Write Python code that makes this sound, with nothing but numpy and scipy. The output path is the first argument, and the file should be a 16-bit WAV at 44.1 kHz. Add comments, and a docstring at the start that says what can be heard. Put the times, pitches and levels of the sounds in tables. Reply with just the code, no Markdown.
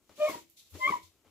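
"""Squeegee on a wet steel drainboard

A rubber squeegee is pulled twice across a wet steel drainboard in a small tiled kitchen.
In each stroke the blade lands, hisses through the water film, squeaks in a low and a high stick-slip
mode, then judders over the ribs and shakes the sheet. It swishes lightly on the way back.
Squeaks are fluttering harmonic tones, water and impacts are shaped noise, the sheet is a bank of modes."""
import sys
import numpy as np
from scipy import signal
from scipy.fft import rfft, irfft
from scipy.io import wavfile
from scipy.ndimage import uniform_filter1d

SR = 44100
rng = np.random.default_rng(int(sys.argv[2]) if len(sys.argv) > 2 else 0)


def int16_out(signal):
    """Quantize to a 16-bit WAV file."""
    q = np.round(np.clip(np.atleast_2d(signal).T, -1, 1) * 32767)
    wavfile.write(sys.argv[1], SR, q.astype(np.int16))


N = 57330
T = np.arange(N) / SR  # time in s
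HZ = np.fft.rfftfreq(2 * N, 1 / SR)  # bins of the zero-padded spectrum


def amp(db):
    """Decibel law: 20 dB is a tenfold amplitude."""
    return 10 ** (np.asarray(db) / 20)


def unit(x):
    """Power normalisation: scales to rms 1."""
    return x / np.sqrt(np.mean(x ** 2) + 1e-20)


def read(points, hz):
    """Interpolation of a curve on a logarithmic frequency axis."""
    f, value = np.transpose(points)
    return np.interp(np.log(hz + 1), np.log(f + 1), value)


def level(points):
    """Amplitude envelope from a curve that is piecewise linear in decibels."""
    return amp(np.interp(T, *np.transpose(points)))


def shape(x, gain):
    """Linear filtering: multiplies the zero-padded spectrum by a gain per frequency."""
    return irfft(rfft(x, 2 * N) * gain)[..., :N]


def colour(x, points):
    """Minimum-phase filter: the Hilbert transform of log gain gives its phase; output at rms 1."""
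    log_gain = np.log(amp(read(points, HZ)))
    mirrored = np.r_[log_gain, log_gain[-2:0:-1]]
    gain = np.exp(signal.hilbert(mirrored).conj())[:N + 1]
    return unit(shape(x, gain))


def pan(db):
    """Interaural level difference: left and right gains, half of it on each side."""
    return amp(np.array([[.5], [-.5]]) * db)


def wander(hz):
    """Band-limited random modulation: low-passed Gaussian noise at rms 1."""
    return unit(shape(rng.standard_normal(N), 1 / (1 + (HZ / hz) ** 4)))


def burst(start, db, rise, decay):
    """Transient envelope: sine-squared rise, then exponential decay by 1/e per decay time."""
    age = T - start
    attack = np.sin(np.pi / 2 * np.clip(age / rise, 0, 1)) ** 2
    return amp(db) * attack * np.exp(-np.maximum(age - rise, 0) / decay)


def room(x, db):
    """Reverberation: sparse reflections of the tiles, decaying by frequency, differ at each microphone."""
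    # reverberation time of the tiled room: frequency_hz, t60_s
    reverb_times = [(100, .35), (600, .21), (1000, .18), (2000, .27), (6000, .28), (15000, .2)]
    taps = rng.standard_normal((2, SR // 2)) * (rng.random((2, SR // 2)) < .1)
    taps[:, :SR // 400] = 0  # first 2.5 ms stay free of reflections
    hz, t, z = signal.stft(taps, SR, nperseg=256)
    decay = amp(-60 * t / read(reverb_times, hz)[:, None])
    tail = signal.istft(z * decay, SR)[1]
    tail /= np.linalg.norm(tail, axis=1, keepdims=True)
    return x + amp(db) * signal.fftconvolve(np.atleast_2d(x), tail, axes=1)[:, :N]


def kitchen():
    """Ambient noise: a diffuse part for each ear plus a stronger coherent part, quiet and steady."""
    # background spectrum: frequency_hz, density_db (per Hz, relative)
    floor_spectrum = [(25, -11.5), (60, 2.5), (88, 1), (130, 0), (280, -3), (600, -9.5), (1400, -19.5),
                      (2300, -21.5), (4000, -26.5), (7000, -14), (9000, -18.5), (15000, -18)]
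    noise = rng.standard_normal((2, N)) + 2.1 * rng.standard_normal(N)
    return colour(noise, floor_spectrum) * amp(-75) * pan(db=3)


def flexing():
    """Modal excitation: the lowest mode of the sheet booms softly as the sheet flexes under the blade."""
    # flexes of the sheet: start_s, level_db, rise_s, decay_s
    flexes = [(0, -79, .02, .04), (0.099, -71.5, .012, 0.03), (0.279, -67.5, .015, 0.032),
              (0.334, -68, 0.022, 0.047), (0.602, -79, .03, 0.089), (0.709, -49, 0.047, 0.022),
              (0.887, -61, .018, 0.05), (1.028, -62.5, 0.015, 0.032), (1.257, -71, .02, 0.066)]
    mode_hz = 87.7
    boom = 0
    for row in flexes:
        boom = boom + burst(*row) * np.sqrt(2) * np.sin(2 * np.pi * mode_hz * (T - row[0]))
    return boom * pan(8.5)


def judder():
    """Stick-slip friction: uneven slips of either sign, mixed with noise, as the blade crosses the ribs."""
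    # judder over the ribs: time_s, level_db (relative)
    judder_curve = [(0, -78), (.09, -79.5), (.115, -61.5), (.165, -73.5), (.19, -55), (.22, -56.5),
                    (.265, -68.5), (.295, -41), (.325, -48.5), (.36, -47.5), (.4, -65.5), (.47, -87.5),
                    (.53, -106), (.7, -85), (.738, -65.5), (.755, -51), (.79, -60), (.82, -67),
                    (.855, -55.5), (.885, -47), (.905, -36), (.925, -53), (.965, -54.5), (1.01, -72.5),
                    (1.06, -81), (1.16, -76), (1.235, -76.5), (1.27, -63), (1.3, -72)]
    # response of the sheet to slips: frequency_hz, density_db (per Hz, relative)
    body_spectrum = [(30, -26), (60, -22), (90, -11), (125, -6.5), (180, -5), (300, 4.5), (420, 2.5),
                     (520, -1.5), (800, -7), (1200, -5), (1600, -12), (2600, -11.5), (5000, -23.5),
                     (15000, -55)]
    slip_hz, slip_spread_db = 420, 2  # median rate, standard deviation of strength
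    turns = np.cumsum(slip_hz * np.exp(.7 * wander(slip_hz))) / SR
    slips = np.diff(np.floor(turns), prepend=0)  # one impulse per completed turn
    slips = slips * amp(slip_spread_db * rng.standard_normal(N)) * rng.choice([-1, 1], N)
    friction = unit(slips) + .4 * rng.standard_normal(N)
    return colour(friction, body_spectrum) * level(judder_curve) * amp(1)


def knocking():
    """Impact excitation: a very short rise gives the squeegee's knocks on the steel a wide band."""
    # knocks: start_s, level_db (relative), decay_s
    knocks = [(0.0938, -51.5, 0.0071), (.114, -65, .01), (.741, -56.5, 0.0059), (0.9, -44.5, 0.0032),
              (1.248, -66, 0.01)]
    # knock spectrum: frequency_hz, density_db (per Hz, relative)
    knock_spectrum = [(60, -12), (300, -1.5), (600, 6.5), (1100, 0.5), (1700, -7.5), (2600, -8),
                      (5000, -13), (15000, -30.5)]
    envelope = sum(burst(s, db, 0.00034, decay) for s, db, decay in knocks)
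    return colour(rng.standard_normal(N), knock_spectrum) * envelope


def bumping():
    """Soft contact: the slower rise and low band of compliant rubber bumping over the ribs."""
    # bumps: start_s, level_db (relative), decay_s
    bumps = [(0.181, -52, .015), (.284, -44.5, 0.0079), (.349, -45.5, 0.02), (0.747, -45, .012),
             (.762, -51, 0.011), (.897, -38.5, 0.0087)]
    # bump spectrum: frequency_hz, density_db (per Hz, relative)
    bump_spectrum = [(50, -32), (130, -17), (220, -2), (330, 1), (450, -4), (700, -16), (1500, -35),
                     (15000, -70)]
    envelope = sum(burst(s, db, .006, decay) for s, db, decay in bumps)
    return colour(rng.standard_normal(N), bump_spectrum) * envelope


def drainboard():
    """Modal resonance: slips, knocks and bumps drive decaying sines, the modes of the steel sheet."""
    # ringing modes: frequency_hz, level_db (relative), t60_s
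    modes = [(182, -3.5, 0.15), (245, -9.5, .2), (324, -6.5, 0.17), (334, -2, 0.48), (347, -7, 0.06),
             (432, 0, .18), (594, -10.5, 0.6), (730, 0.5, .15), (890, 6.5, .2), (980, -6.5, .18),
             (2160, -7, 0.44)]
    force = judder() + knocking() + bumping()
    response = sum(amp(db - 60 * T / t60) * np.sin(2 * np.pi * hz * T) for hz, db, t60 in modes)
    ringing = unit(signal.fftconvolve(force, response)[:N])
    steel = force + amp(-14.5) * np.std(force) * ringing  # ring level relative to the force
    return room(steel * amp(-2.5), -8) * pan(5)


def splashback():
    """Early reflections: a dense decaying echo off steel and tiles colours the direct sound as a comb."""
    echo_db, decay_s = -6, 0.018  # level against the direct sound, time to 1/e
    close = rng.standard_normal((2, N)) * np.exp(-T / decay_s)
    comb = 1 + amp(echo_db) * rfft(close / np.linalg.norm(close[0]), 2 * N)
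    return comb / np.hypot(1, amp(echo_db))


def water():
    """Turbulence and bursting drops: hiss under the blade, light swishes and flicks of spray."""
    # blade sweeping the water film: time_s, level_db (relative)
    sweep = [(0, -87), (.088, -78.5), (.11, -71), (.15, -74), (.165, -63), (.19, -60.5), (.25, -54),
             (.315, -51.5), (.37, -58), (.41, -63), (.46, -76), (.55, -79.5), (.7, -74.5), (.739, -66.5),
             (.742, -60), (.77, -60), (.83, -56.5), (.91, -54), (.965, -59.5), (1.01, -69.5), (1.11, -79),
             (1.23, -84.5), (1.27, -78), (1.3, -79)]
    # light swishes of the blade skimming the water: start_s, level_db (relative), rise_s, decay_s
    swishes = [(0.561, -58.5, 0.016, .03), (0.584, -64.5, .015, .04), (.64, -73, 0.029, .05),
               (1.014, -61, 0.022, .04)]
    # water flicked off the blade: start_s, level_db, rise_s, decay_s
    sprays = [(0.288, -44.5, 0.0036, 0.022), (0.499, -51.5, 0.00049, .0012), (0.502, -66, .002, 0.054),
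              (0.689, -61.5, 0.021, .06)]
    # spectra of film, swishes and spray: frequency_hz, density_db (per Hz, relative)
    film_spectrum = [(300, -14.5), (1000, -3), (1700, -7), (2400, 1), (3700, 4), (4900, 1), (6500, 2.5),
                     (7700, 0.5), (8600, -8), (10000, -4), (12500, -3.5), (15500, -9.5)]
    swish_spectrum = [(800, -22.5), (1700, -18.5), (2400, -6.5), (3000, -7.5), (3650, 3.5), (4700, -3.5),
                      (6000, -1.5), (7400, -3.5), (8600, -9), (12500, -6.5), (15500, -17)]
    spray_spectrum = [(2000, -26), (7000, -4), (9500, -9.5), (12300, 1.5), (15500, -6)]
    # stereo balance of the water: frequency_hz, left_minus_right_db
    water_pan = [(100, 3.5), (1200, 7.5), (4500, 4), (7500, 0.5), (10000, -3), (15000, -8)]
    drops_per_s, drop_spread_db = 5000, 2.5
    strength = amp(drop_spread_db * np.minimum(rng.exponential(1, N), 4))
    drops = rng.standard_normal((2, N)) * strength * (rng.random(N) < drops_per_s / SR)
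    fizz = rng.standard_normal((2, N)) + amp(-6) * unit(drops)
    film = colour(fizz, film_spectrum) * level(sweep) * amp(5)
    # the reversed fizz is uncorrelated with the film
    swish = colour(fizz[:, ::-1], swish_spectrum) * sum(burst(*row) for row in swishes) * amp(2.5)
    spray = colour(rng.standard_normal((2, N)), spray_spectrum) * sum(burst(*row) for row in sprays)
    return shape(film + swish + spray, pan(read(water_pan, HZ)) * splashback())


def squeak(curve, partials_db, rasp, hop):
    """Stick-slip oscillation: harmonics flutter in pitch and strength as the rubber's grip loosens."""
    jitter, shimmer, flutter_hz = .035, 0.87, 132  # pitch and strength deviation (fractions) at roughness 1
    rasp_hz, chatter_hz = 80, 65
    s, *columns = np.transpose(curve)
    hz, db, overtone_db, rough = (np.interp(T, s, c) for c in columns)
    phase = 2 * np.pi * np.cumsum(hz * (1 + jitter * rough * wander(flutter_hz))) / SR
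    gate = uniform_filter1d(1. * ((T > s[0]) & (T < s[-1])), size=200)
    tone = 0
    for k, partial_db in enumerate(partials_db):
        # complex noise, stronger on each higher partial, roughens strength and phase
        grain = k * rasp * (wander(rasp_hz) + 1j * wander(rasp_hz))
        flutter = 1 + shimmer * rough * wander(flutter_hz) + grain
        partial = (flutter * np.exp(1j * (k + 1) * phase)).imag / np.hypot(1, k * rasp)
        tone = tone + amp(partial_db + overtone_db * (k > 0)) * partial
    chatter = 1 - hop * rough * np.cos(2 * np.pi * chatter_hz * (T - s[0]))  # the loosening blade hops
    return np.sqrt(2) * gate * amp(db) * tone * chatter / np.hypot(1, rough)


def squeaks():
    """Coupled resonance: both blade modes beat against the sheet and reach two microphones out of step."""
    # squeak curves, one per stroke: time_s, pitch_hz, level_db, overtone_db, roughness (0-1)
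    low_curves = [
        [(.177, 580, -60, 2, .2), (.189, 588, -45, 0, .2), (.197, 596, -42, 4, .2), (.207, 608, -30, 1, .15),
         (.222, 602, -23, -1, .15), (.238, 605, -20.5, -2, .1), (.262, 610, -25, 2, .15),
         (.283, 610, -36, 2, .4), (.295, 615, -53, 0, .5), (.32, 645, -43, -3, .3), (.335, 650, -62, 0, .5)],
        [(.775, 618.4, -67, -7, 0.5), (.793, 608, -49.5, -12.5, .3), (.815, 610, -65.5, -16.5, 0.2),
         (.838, 595.3, -50.5, -4, .05), (.865, 598, -41, -3, .05), (.885, 596, -49.5, 10.5, 0),
         (.9, 600, -47, -21, 0.5)],
    ]
    high_curves = [
        [(.218, 1040, -64, -10, .3), (.264, 1070, -47, -6, .3), (.277, 1110, -42, 7, .15),
         (.287, 1120, -37, -6, .5), (.302, 1100, -40, -8, .6), (.314, 1090, -53, 4, .7),
         (.326, 960, -49, -12, .4), (.347, 975, -42, -15, .3), (.36, 950, -52, -10, .5),
         (.39, 950, -54, -12, .4), (.41, 950, -70, -12, .4)],
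        [(.795, 1030, -58, -10, .1), (.814, 1027, -37.5, -5, .03), (.83, 1034, -31, -1, .03),
         (.85, 1046, -31.5, 8, .03), (.864, 1056, -32, 8, .05), (.872, 1080, -32, 3, .5),
         (.88, 1100, -28.5, -2, .35), (.889, 1135, -33, 1, .6), (.898, 1115, -31, -10, .6),
         (.91, 1070, -41, 0, .9), (.926, 975, -29.5, -9, .4), (.942, 1000, -28.5, -24, .55),
         (.962, 965, -42, -16, .6), (.995, 960, -58, -8, .4), (1.012, 990, -61, -16, .2),
         (1.045, 1020, -64, -18, .2), (1.06, 1030, -78, -18, .2)],
    ]
    # strengths of the harmonics, fundamental first: level_db (relative)
    low_partials = [-2.5, -18.5, -29, -24, -31, -35]
    high_partials = [-0.5, -2, -19.5, -40.5]
    # sheet modes that sing along: frequency_hz, width_hz, level_db (relative)
    singing_modes = [(655, 60, -4), (980, 20.7, -9), (1182, 25, -8.5), (1260, 11, -8.5), (2300, 12, -11.5),
                     (2217, 30, -16), (2260, 30, -17.5)]
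    # phase between the microphones: frequency_hz, left_lead_rad
    phase_lead = [(20, 0), (600, -.6), (980, -2.3), (1040, -2.0), (1120, -.9), (1250, -.6), (2100, -.6),
                  (3200, -2.4), (16000, -6)]
    low = sum(squeak(c, low_partials, rasp=.22, hop=.3) for c in low_curves)
    high = sum(squeak(c, high_partials, rasp=.05, hop=1.0) for c in high_curves)
    sheet = sum(amp(db) / (1 + 2j * (HZ - hz) / width) for hz, width, db in singing_modes)
    direct = np.exp(np.array([[.5j], [-.5j]]) * read(phase_lead, HZ))
    pair = shape(low + high, direct + sheet)
    return room(pair, -11.5) * pan(2.2)


def scene():
    """Superposition: room background, steel, water and squeaks add linearly."""
    return kitchen() + flexing() + drainboard() + water() + squeaks()


def record(dry):
    """Band limitation: a linear-phase low-pass removes the top of the spectrum."""
    edge_hz = 15600
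    lowpass = signal.firwin(511, edge_hz, window=("kaiser", 9), fs=SR)
    return signal.oaconvolve(dry, lowpass[None], "same")


dry = scene()
out = record(dry)
int16_out(out)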